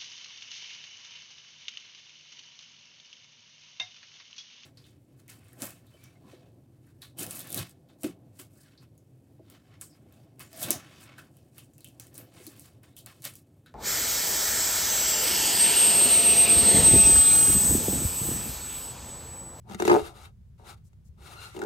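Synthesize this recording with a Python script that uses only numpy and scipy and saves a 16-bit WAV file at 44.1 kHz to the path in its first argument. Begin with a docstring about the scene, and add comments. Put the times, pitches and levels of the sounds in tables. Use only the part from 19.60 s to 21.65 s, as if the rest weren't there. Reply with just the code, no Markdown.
"""A quickening judder rings the boards as a paperback is dragged along a wooden shelf compartment.
Its edge sticks and slips: each slip excites decaying board modes and a crack of noise from the cover.
Covers slide with a gritty noise hiss and nearly squeak in narrow bands of noise; pings and soft thumps
are single dying sines, fingers brush the cover in shaped noise, and a low room rumble lies under it."""
import sys
import numpy as np
from scipy import signal
from scipy.fft import rfft, irfft, next_fast_len
from scipy.io import wavfile
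from scipy.ndimage import map_coordinates

SR = 44100
rng = np.random.default_rng(int(sys.argv[2]) if len(sys.argv) > 2 else 0)


def int16_out(signal):
    """Quantize to a 16-bit WAV file."""
    q = np.round(np.clip(np.atleast_2d(signal).T, -1, 1) * 32767)
    wavfile.write(sys.argv[1], SR, q.astype(np.int16))


def field_ratio(decibels):
    """Amplitude ratio for a level in dB (20 dB per decade); scalars and array-likes work."""
    return 10 ** (np.asarray(decibels, dtype=float) / 20)


N = 90405  # samples in the scene


def unit(x):
    """Normalisation to an rms of 1."""
    return x / np.sqrt(np.mean(x ** 2) + 1e-20)


def along(points, hz):
    """Interpolation of (Hz, value) points on a logarithmic frequency axis."""
    f, value = np.transpose(points)
    return np.interp(np.log(hz + 1), np.log(f + 1), value)


def filtered(x, response):
    """Linear filtering: the spectrum of x times a complex response of frequency."""
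    m = next_fast_len(N + SR // 2)
    spectrum = rfft(x, m) * response(np.fft.rfftfreq(m, 1 / SR))
    return irfft(spectrum, m)[..., :N]


def coloured(x, spectrum):
    """Spectral shaping of x by (Hz, dB) points, brought to rms 1."""
    return unit(filtered(x, lambda hz: field_ratio(along(spectrum, hz))))


def wobble(rate):
    """Band-limited random modulation: a smooth curve through `rate` random knots a second."""
    knots = rng.standard_normal(int(N * rate / SR) + 4)
    return map_coordinates(knots, [np.arange(N) * rate / SR])


# Slips of the book's edge on the board. Each row: start in seconds, jolt level in dB,
# crack of the cover in dB over the jolt, low board modes in dB over their levels in SHELF.
SLIPS = [(0.096, -46, -2, -0.5), (0.111, -37.5, -8, -4.5), (0.12, -57, 12, -31.5), (0.133, -44.5, 1, -3.5),
         (0.1453, -38, 3, 0), (0.199, -24.5, -8.5, 0), (0.221, -22.5, -5.5, 2), (0.251, -24, -4.5, 5),
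         (0.2774, -12.5, -11.5, -2.5), (0.297, -13, -17, -3), (0.314, -11, -24, -3), (0.328, -12, -27, -6),
         (0.34, -14, -18.5, -3.5), (0.349, -10, -30, -10), (0.357, -14.5, -21.5, -8), (0.364, -14, -27, 0),
         (0.371, -32, -23, 11), (0.394, -22.5, -32.5, -12), (0.403, -33, -22, -16), (0.997, -50, -26, -5.5),
         (1.33, -66, -1.5, -7), (1.947, -45, -6.5, 5.5), (1.964, -38, -5.5, 2.5), (1.977, -37, -29, 6),
         (1.99, -36.5, -4.5, -2), (1.998, -40.5, -23, 9), (2.016, -32.5, -5, -2.5),
         (2.026, -30.5, -18, 3.5), (2.036, -34.5, -6.5, -5), (2.045, -32.5, -38, 6.5)]
# Spectrum of the cover's crack. Each row: frequency in Hz, relative density in dB per Hz.
CRACK = [(700, -32), (1500, 4), (4000, -4.5), (7000, 0.5), (11000, -9), (16000, -11.5)]
CRACK_T60_S, ONSET_S = 0.02, 0.00091  # the soft onset also serves pings and thumps
# Before LANDED_S the book does not stand flat, and its corner drives the deepest modes harder.
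LANDED_S, LIFTED_THUD_DB = 0.18, 19.5


def slips():
    """Stick-slip friction: each sudden slip jolts the shelf's modes and cracks the cover."""
    shelf, crack_level = np.zeros(N + SR), np.zeros(N + SR)
    hiss = coloured(rng.standard_normal(N), CRACK)
    t = np.arange(SR // 5) / SR
    onset = 1 - np.exp(-(t / ONSET_S) ** 2)
    for s, db, crack_db, board_db in SLIPS:
        i = round(s * SR)
        thud_db = board_db + LIFTED_THUD_DB * (s < LANDED_S)
        shelf[i:i + len(t)] += field_ratio(db) * ring(1.5, board_db, thud_db)
        crack_level[i:i + len(t)] += field_ratio(db + crack_db - 60 * t / CRACK_T60_S) * onset
    return shelf[:N] + filtered(crack_level[:N] * hiss, box)


# Modes of the shelf. Each row: frequency in Hz, level in dB before group and scatter offsets,
# decay time t60 in seconds, build-up time in seconds.
SHELF = [(102.9, -15, 0.06, 0.0046), (198.6, -10.5, 0.096, 0.0062), (310.1, -9, 0.083, 0.0033),
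         (354.35, 1.5, 0.094, 0.0029), (422.6, -1.5, 0.078, 0.0045), (614, -11, 0.036, 0.003),
         (763, 3, 0.015, 0.000592), (882, -17, 0.022, 0.00038), (1240, -20, 0.044, 0.0015),
         (1460, -16, 0.017, 0.00027), (1670, -23, 0.011, 0.0004), (2422, -25, .02, 0.00027)]
# Direction in which each mode starts. One entry per mode: sign, +1 or -1.
FIRST_SWING = [1, -1, 1, -1, 1, -1, -1, -1, 1, -1, 1, -1]
THUD_HZ, BOARD_HZ = 260, 500  # tops of the two low mode groups


def ring(scatter_db, board_db, thud_db):
    """Modal superposition: one jolt's decaying modes; low neighbours start opposed and swell late."""
    t = np.arange(SR // 5) / SR
    scatter = rng.standard_normal(len(SHELF)) * scatter_db
    out = np.zeros(len(t))
    for (hz, db, t60, rise), offset_db, sign in zip(SHELF, scatter, FIRST_SWING):
        group_db = thud_db if hz < THUD_HZ else board_db if hz < BOARD_HZ else 0
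        decay = field_ratio(db + offset_db + group_db - 60 * t / t60)
        build_up = 1 - np.exp(-(t / rise) ** 2)
        out += sign * decay * build_up * np.sin(2 * np.pi * hz * t)
    return out


# Sliding, one list per stroke. Each row: time in seconds, hiss of cover on cover in dB,
# drag on the board in dB over the hiss.
SLIDE = [
    [(.04, -94.5, 23), (.09, -61, 7.5), (.14, -56.5, 7.5), (.165, -64, -18), (.2, -50.5, -30)],
    [(.2, -53, 9), (.27, -41.5, -14), (.31, -40.5, 17.5), (.37, -44, -17), (.42, -47.5, -11),
     (.474, -46.5, -5), (.536, -66.5, 8), (.574, -53.5, -3), (.656, -55.5, -6.5), (.7, -75, 5.5),
     (.74, -100.5, -11)],
    [(.98, -72.5, -6), (1.002, -67.5, 4), (1.035, -70.5, 11.5), (1.072, -54.5, -3.5), (1.1, -48.5, -5.5),
     (1.144, -58.5, -8.5), (1.16, -81, 4), (1.178, -67.5, -12), (1.22, -94, -8)],
    [(1.56, -100, 12.5), (1.584, -69, 3.5), (1.664, -50.5, -8), (1.766, -54, -2.5), (1.84, -49.5, -12.5),
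     (1.89, -53.5, -6), (1.928, -61, -23), (1.96, -54, 3), (2.05, -62.5, 17)],
]
# Spectrum of the hiss before the compartment's air. Each row: frequency in Hz, relative dB per Hz.
PAPER = [(180, -50.5), (300, -6), (625, -15.5), (981, -12), (1280, -8.5), (1760, -13), (10500, -16),
         (16200, -27.5)]
GRIT_PER_S, GRIT_DB, GRIT_SPREAD_DB = 2500, -6, 2  # grains per second, their rms over the noise, spread
FLUTTER_DB, FLUTTER_PER_S = 2, 39.42  # scale of the hiss's random level changes, knots per second


def sliding():
    """Sliding friction: random asperity contacts hiss through the air, and drag shakes the shelf."""
    t, level, drag = np.arange(N) / SR, np.zeros(N), np.zeros(N)
    for stroke in SLIDE:
        s, hiss_db, drag_db = np.transpose(stroke)
        inside = (t >= s[0]) & (t < s[-1])
        level += inside * field_ratio(np.interp(t, s, hiss_db))
        drag += inside * field_ratio(np.interp(t, s, hiss_db + drag_db))
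    contacts = rng.random(N) < GRIT_PER_S / SR
    grain_sizes = field_ratio(GRIT_SPREAD_DB * rng.exponential(size=N))
    grains = contacts * grain_sizes * rng.standard_normal(N)
    rub = rng.standard_normal(N) + field_ratio(GRIT_DB) * unit(grains)
    hiss = unit(filtered(coloured(rub, PAPER), box))
    hiss = hiss * field_ratio(FLUTTER_DB * wobble(FLUTTER_PER_S))
    shelf_answer = ring(0, board_db=-12.5, thud_db=-6.0)
    shake = unit(signal.fftconvolve(rng.standard_normal(N), shelf_answer)[:N])
    return level * hiss + drag * shake


# Air resonances of the compartment. Each row: frequency in Hz, width in Hz, level in dB over the direct path.
BOX = [(800, 120, 0), (1180, 80, 2), (1310, 110, 5), (2150, 150, 0), (2700, 200, 2), (3750, 300, 3)]


def box(f):
    """Cavity resonance: the direct path plus second-order band-pass resonances of the air."""
    return 1 + sum(field_ratio(db) * 1j * f * w / (c * c - f * f + 1j * f * w) for c, w, db in BOX)


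# Near-squeak of the glossy cover, a single row: middle in seconds, length in seconds, level in dB,
# pitch in Hz, width in Hz, loss in dB per overtone.
SQUEAK = (1.82, .12, -52, 1370, 150, 2)


def squeak():
    """Narrow-band noise: friction gathers round a pitch and two overtones."""
    s, length, db, pitch_hz, width_hz, loss_db = SQUEAK

    def bands(f):
        return sum(field_ratio(-loss_db * k) * np.exp(-((f - pitch_hz * (k + 1)) / width_hz) ** 2)
                   for k in range(3))

    swell = field_ratio(db) * np.exp(-(2 * (np.arange(N) / SR - s) / length) ** 4)
    return swell * unit(filtered(rng.standard_normal(N), bands))


# Pings of the cover, pitched by where it is pinched. Each row: start in seconds, frequency in Hz, level in dB.
PINGS = [(.2, 6000, -27), (.223, 2300, -33.5), (.254, 2300, -36.5), (.279, 2650, -20.5), (.28, 3650, -28),
         (0.314, 4700, -27), (0.34, 3800, -37.5), (1.968, 2800, -38), (2.018, 1450, -24.5),
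         (2.038, 1500, -32)]


def pings():
    """Free vibration: the pinched cover rings briefly at one pitch."""
    return sum(knock(s, db, hz, 0.012) for s, hz, db in PINGS)


# Soft low pushes as the hand nudges the book. Each row: start in seconds, level in dB.
THUMPS = [(0.424, -35), (1.49, -42.5)]
THUMP_HZ, THUMP_T60_S = 77.8, 0.16


def thumps():
    """Impulse response of a low mode: each nudge starts one damped swing."""
    return sum(knock(s, db, THUMP_HZ, THUMP_T60_S) for s, db in THUMPS)


def knock(s, db, hz, t60):
    """Damped oscillation: one sine that starts softly and dies exponentially."""
    t = np.clip(np.arange(N) / SR - s, 0, None)
    onset = 1 - np.exp(-(t / ONSET_S) ** 2)
    return -field_ratio(db - 60 * t / t60) * onset * np.sin(2 * np.pi * hz * t)


# Fingers brushing the cover. Each row: middle in seconds, length in seconds, level in dB.
BRUSHES = [(1.266, 0.046, -72.5), (1.47, 0.049, -74.5)]
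# Spectrum of the brushes. Each row: frequency in Hz, relative density in dB per Hz.
SKIN = [(2000, -26), (4500, -3.5), (7000, 3.5), (16000, -6.5)]


def fingers():
    """Friction noise: short, thin brushes of skin on the glossy cover."""
    t = np.arange(N) / SR
    swell = sum(field_ratio(db) * np.exp(-(2 * (t - s) / length) ** 4) for s, length, db in BRUSHES)
    return swell * coloured(rng.standard_normal(N), SKIN)


# Left-right difference of the book against its centre image. Each row: frequency in Hz, level in dB,
# phase lead in radians, share of the amplitude that keeps its shape.
WIDTH = [(100, -9, .8, .9), (330, -5, .7, .95), (425, -3, 2.6, .9), (560, -3, 2, .4), (750, -4, .3, .6),
         (900, 1, .6, .7), (1030, 8, .3, .85), (1320, 0, .6, .5), (1850, 6, -2, .4), (2650, -1, 0, .2),
         (3600, 0, -.2, .9), (10000, -7, 0, .2)]
WALLS_T60_S = 0.03


def spread(x):
    """Partial coherence: the difference is a phase-shifted copy plus a part scattered by near walls."""
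    hz, db, lead, share = np.transpose(WIDTH)

    def read(column, f):
        return along(np.transpose([hz, column]), f)

    def coherent(f):
        return field_ratio(read(db, f)) * read(share, f) * np.exp(1j * read(lead, f))

    def incoherent(f):
        return field_ratio(read(db, f)) * np.sqrt(1 - read(share, f) ** 2)

    t = np.arange(SR // 20) / SR
    walls = rng.standard_normal(len(t)) * field_ratio(-60 * t / WALLS_T60_S)
    scattered = signal.fftconvolve(x, walls / np.linalg.norm(walls))[:N]
    scattered = scattered * unit(wobble(30))  # its strength and sign drift at random
    return filtered(x, coherent) + filtered(scattered, incoherent)


# Decay of the compartment and room. Each row: frequency in Hz, t60 in seconds.
ROOM = [(200, 0.27), (2000, 0.091), (12000, 0.022)]
# Filter on the reverberation. Each row: frequency in Hz, gain in dB.
ROOM_TONE = [(200, -10), (1500, -3.5), (14000, -9.5)]


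def room(x):
    """Reverberation as exponentially decaying noise, independent in each channel."""
    hz, t, z = signal.stft(rng.standard_normal((2, SR // 4)), SR, nperseg=256)
    t60 = along(ROOM, hz)[:, None]
    decaying = z * field_ratio(-60 * t / t60) / np.sqrt(t60)  # the root evens out energy across frequency
    tail = signal.istft(decaying, SR, nperseg=256)[1]
    delayed = np.pad(x, (60, 0))[None]  # by 60 samples
    wet = signal.fftconvolve(delayed, tail / np.linalg.norm(tail[0]), axes=1)[:, :N]
    return filtered(wet, lambda f: field_ratio(along(ROOM_TONE, f)))


# Spectrum of the background. Each row: frequency in Hz, relative density in dB per Hz.
RUMBLE = [(20, -24.5), (72, -0.5), (134, -7), (229, -19), (271, -35.5), (390, -32.5), (764, -45),
          (2410, -51), (9000, -55.5), (16200, -59)]
# Left-right likeness of the background. Each row: frequency in Hz, correlation from 0 to 1.
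RUMBLE_ALIKE = [(80, .96), (200, .7), (500, .4), (3000, .2)]
RUMBLE_DB = -52  # rms over both channels


def rumble():
    """Diffuse-field noise: low rumble over faint hiss, its channels less alike as frequency rises."""
    def mid_side(hz):
        angle = np.arccos(np.clip(along(RUMBLE_ALIKE, hz), -1, 1)) / 2
        return field_ratio(along(RUMBLE, hz)) * np.array([np.cos(angle), np.sin(angle)])

    mid, side = filtered(rng.standard_normal((2, N)), mid_side)
    return field_ratio(RUMBLE_DB) * unit(np.array([mid + side, mid - side]))


def scene():
    """Superposition: the book's centre image, its left-right difference, the room and the rumble."""
    book = slips() + pings() + thumps() + sliding() + squeak() + fingers()
    return book + np.array([[1], [-1]]) * spread(book) + room(book) + rumble()


def top_cut(x):
    """Nothing passes above the cut-off."""
    return signal.sosfilt(signal.butter(12, 16340, fs=SR, output="sos"), x)


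def record(dry):
    """Band limitation: nothing at or above 15900 Hz passes the low-pass filter."""
    mix = filtered(dry, lambda hz: hz < 15900)
    return top_cut(mix)


dry = scene()
out = record(dry)
int16_out(out)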